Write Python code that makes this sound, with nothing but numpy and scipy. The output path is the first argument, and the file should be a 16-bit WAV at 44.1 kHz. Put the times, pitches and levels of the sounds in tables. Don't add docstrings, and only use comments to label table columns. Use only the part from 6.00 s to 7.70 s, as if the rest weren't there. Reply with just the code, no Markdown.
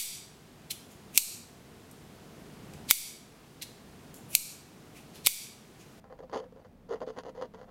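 import sys
import numpy as np
from scipy import signal
from scipy.fft import rfft, irfft, next_fast_len
from scipy.io import wavfile

SR = 44100
rng = np.random.default_rng(int(sys.argv[2]) if len(sys.argv) > 2 else 0)


def master_out(mix):
    frames = np.transpose(np.atleast_2d(mix))
    ceiling = np.clip(frames, -1, 1)
    pcm = np.round(ceiling * 32767).astype(np.int16)
    wavfile.write(sys.argv[1], SR, pcm)


N = 74970
BLOCK = 8192
LEAD_S = 0.01


def gain(db):
    return 10 ** (np.asarray(db) / 20)


def unit(x):
    return x / np.sqrt(np.sum(x ** 2) + 1e-20)


def tone_curve(points, size):
    hz, db = np.array(points, float).T
    return gain(np.interp(np.log(np.fft.rfftfreq(size, 1 / SR) + 1), np.log(hz), db))


def add(out, start_s, x):
    i = max(int(start_s * SR), 0)
    out[i:i + len(x)] += x[:max(len(out) - i, 0)]


# pitch_hz, relative_level_db
ROOM_TONE = [(15, -27), (33, 0.5), (60, -13.5), (100, -5), (140, -8), (180, -4.5), (240, -4.5), (340, -17),
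             (520, -13.5), (900, -23), (1700, -30), (3000, -36), (8000, -45.5), (15500, -45.5)]
def room(noise_db=-57, drone_db=-66.5, drone_hz=179.2, drone_width_hz=5):
    noise = irfft(rfft(rng.standard_normal(N)) * tone_curve(ROOM_TONE, N), N)
    offset = (np.fft.rfftfreq(N, 1 / SR) - drone_hz) / drone_width_hz
    drone = irfft(rfft(rng.standard_normal(N)) * np.exp(-offset ** 2), N)
    return np.sqrt(N) * (gain(noise_db) * unit(noise) + gain(drone_db) * unit(drone))


# pitch_hz, relative_level_db
WALL_TONE = [(20, -55.5), (80, -12), (170, -13), (290, -4.5), (480, 1), (720, -6), (1100, -9),
             (1550, -17.5), (2000, -19.5), (2250, -29.5), (2600, -28.5), (3000, -22.5), (3850, -31.5),
             (4700, -23), (5400, -32), (6500, -28), (7400, -38), (7950, -64), (8500, -40), (9200, -46.5),
             (10600, -41), (13000, -58), (16000, -56)]
def wall_knock():
    cepstrum = irfft(np.log(tone_curve(WALL_TONE, 2 * BLOCK)))
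    cepstrum[1:BLOCK] *= 2
    cepstrum[BLOCK + 1:] = 0
    return irfft(np.exp(rfft(cepstrum)))[:BLOCK]


# pitch_hz, width_hz, boost_db
BOX_NOTES = [(446, 21, 11), (511.9, 25, 15), (181, 10, 5), (256, 40, 11), (627, 15, 5), (701, 22.5, 8.5),
             (796, 18.4, 8.5), (952.6, 15.4, 6.5), (1047, 69, 5), (1370, 86, 4), (1735, 147, 3),
             (1988, 167, 3), (3460, 770, 3.5), (4390, 100, 1.5)]
def box_ring(lean_db, echo_db=-1, echo_fade_s=0.037, echo_above_hz=1090):
    t = np.arange(BLOCK) / SR
    knock = wall_knock()
    scatter = unit(rng.standard_normal(BLOCK) * np.exp(-np.log(1000) * t / echo_fade_s))
    scatter = signal.sosfilt(signal.butter(2, echo_above_hz, "high", fs=SR, output="sos"), scatter)
    out = knock + gain(echo_db) * signal.fftconvolve(knock, scatter)[:BLOCK]
    for k, (pitch_hz, width_hz, boost_db) in enumerate(BOX_NOTES):
        if k < 2:
            boost_db += (k - 0.5) * lean_db
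        note = signal.lfilter(*signal.iirpeak(pitch_hz, pitch_hz / width_hz, fs=SR), out)
        out = out + (gain(boost_db) - 1) * note
    return out


def through_box(pushes, length_s, levels_db, lean_db=0, rasp_from_hz=650, crackle_from_hz=2200):
    heard = sum(signal.fftconvolve(push, box_ring(lean_db)) for push in pushes)
    size = next_fast_len(len(heard), True)
    hz, spectrum = np.fft.rfftfreq(size, 1 / SR), rfft(heard, size)
    below_rasp, below_crackle = (1 / (1 + (hz / edge) ** 8) for edge in (rasp_from_hz, crackle_from_hz))
    filters = (below_rasp, below_crackle - below_rasp, 1 - below_crackle)
    bands = [np.roll(irfft(spectrum * keep, size), int(SR * LEAD_S)) for keep in filters]
    return sum(gain(db) * unit(band) for db, band in zip(levels_db, bands)) * np.sqrt(length_s * SR)


# start_s, ring_db, rasp_db, crackle_db
CLAW_TICKS = [ (0.0422, -66, -56, -74), (0.1255, -48, -51.5, -71), (.2045, -43, -56, -77),
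              (0.2351, -53.5, -64, -76), (0.2972, -55, -53, -68.5), (.3300, -36, -50, -66),
              (.3325, -69, -43.5, -79), (.3372, -45, -42.5, -64), (.3602, -31, -40.5, -55),
              (0.3751, -69, -65, -53), (0.4036, -49, -53, -82), (.441, -60, -56, -72.5),
              (.524, -51, -67, -77), (.562, -50, -64, -78), (0.9401, -47, -49.5, -67),
              (1.0047, -57, -54, -63.5), (1.0175, -39, -42.5, -63.5), (1.0355, -51, -56, -71),
              (1.066, -65, -64, -68), (1.075, -36.5, -59, -75), (1.188, -71, -41.5, -51.5),
              (1.2356, -54, -53, -63.5), (1.251, -47.5, -54, -71.5), (1.295, -55, -61, -64),
              (1.4245, -39.5, -44.5, -70), (1.6145, -53.5, -52, -70), (1.644, -70, -58, -79)]
def ticking(tick_s=0.01):
    out = np.zeros(N)
    for start_s, *levels_db in CLAW_TICKS:
        add(out, start_s - LEAD_S, through_box([np.ones(1)], tick_s, levels_db))
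    return out


def claw_catches(catches_per_s=150, spread_db=4.5):
    timing, strength, direction = rng.random((BLOCK // 20, 3)).T
    at = ((np.arange(len(timing)) + timing) * SR / catches_per_s).astype(int)
    size_db = spread_db * np.minimum(-np.log(1 - strength), 2)
    clicks = gain(size_db) * np.sign(direction - 0.5)
    return np.bincount(at[at < BLOCK], clicks[at < BLOCK], BLOCK)


# start_s, length_s, swell_db, ring_db, rasp_db, crackle_db, lean_db
CLAW_STROKES = [ (0.049, 0.035, -9, -73, -62.5, -92, -14), (0.096, 0.065, -12.5, -64, -56.5, -82, 26),
                (.178, 0.026, -3, -53, -57.5, -71.5, 12), (0.224, 0.022, -9, -48.5, -53.5, -73.5, 31),
                (0.289, 0.036, 31, -51.5, -58, -70.5, -3), (0.328, 0.027, -1.5, -38.5, -40, -53, -5.5),
                (.358, 0.024, -8, -35.5, -43.5, -58, -0.5), (0.377, 0.023, 7, -44.5, -49.5, -58, -16),
                (0.404, 0.063, -10, -50.5, -60, -76.5, 14), (0.556, 0.066, -3, -60.5, -63.5, -80.5, 12),
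                (0.643, 0.031, -14, -61.5, -60, -75.5, 7), (0.886, 0.057, 8.5, -35.5, -45, -60, -34),
                (.953, 0.032, -17, -49.5, -53, -69, 6), (1.005, 0.029, 2, -37, -46.5, -65.5, 23),
                (1.066, 0.041, 2, -42.5, -50.5, -61.5, -7), (1.12, 0.05, -1, -64, -64.5, -77, 0),
                (1.159, 0.024, 13.5, -43, -47, -61.5, -4), (1.19, 0.017, -2, -50.5, -51.5, -61, -18),
                (1.250, 0.052, -1, -44.5, -51.5, -65, 0.5), (1.345, 0.023, 7.5, -50.5, -56.5, -70, -14),
                (1.371, 0.042, -2, -45, -50.5, -68, 23), (1.409, 0.012, 1, -43, -44, -58, -16),
                (1.417, 0.013, 0, -37.5, -45, -55.5, 4), (1.432, 0.024, -1.5, -46.5, -52, -64, -1),
                (1.536, 0.027, -20.5, -52, -53.5, -67, -12), (1.568, 0.046, -3, -57.5, -57, -72.5, 10),
                (1.615, 0.027, -3, -64.5, -58, -73, -5), (1.67, 0.035, 14, -58.5, -57.5, -75.5, 2)]
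def scratching(claws=3, rub_db=-15, bite_s=0.0047, let_go_s=0.0045):
    out, t = np.zeros(N), np.arange(BLOCK) / SR
    for start_s, length_s, swell_db, *levels_db, lean_db in CLAW_STROKES:
        bite = np.minimum(t / bite_s, 1)
        swell = gain(swell_db * np.minimum(t / length_s, 1))
        let_go = np.exp(-np.maximum(t - length_s, 0) / let_go_s)
        pushes = []
        for _ in range(claws):
            catches = unit(claw_catches())
            rub = gain(rub_db) * unit(rng.standard_normal(BLOCK))
            pushes.append(bite * swell * let_go * (catches + rub))
        add(out, start_s - LEAD_S, through_box(pushes, length_s, levels_db, lean_db))
    return out


def scene():
    return (scratching() + ticking() + room())[None]


def record(dry, top_hz=15800):
    return signal.sosfilt(signal.ellip(10, 0.2, 70, top_hz, fs=SR, output="sos"), dry)


dry = scene()
out = record(dry)
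master_out(out)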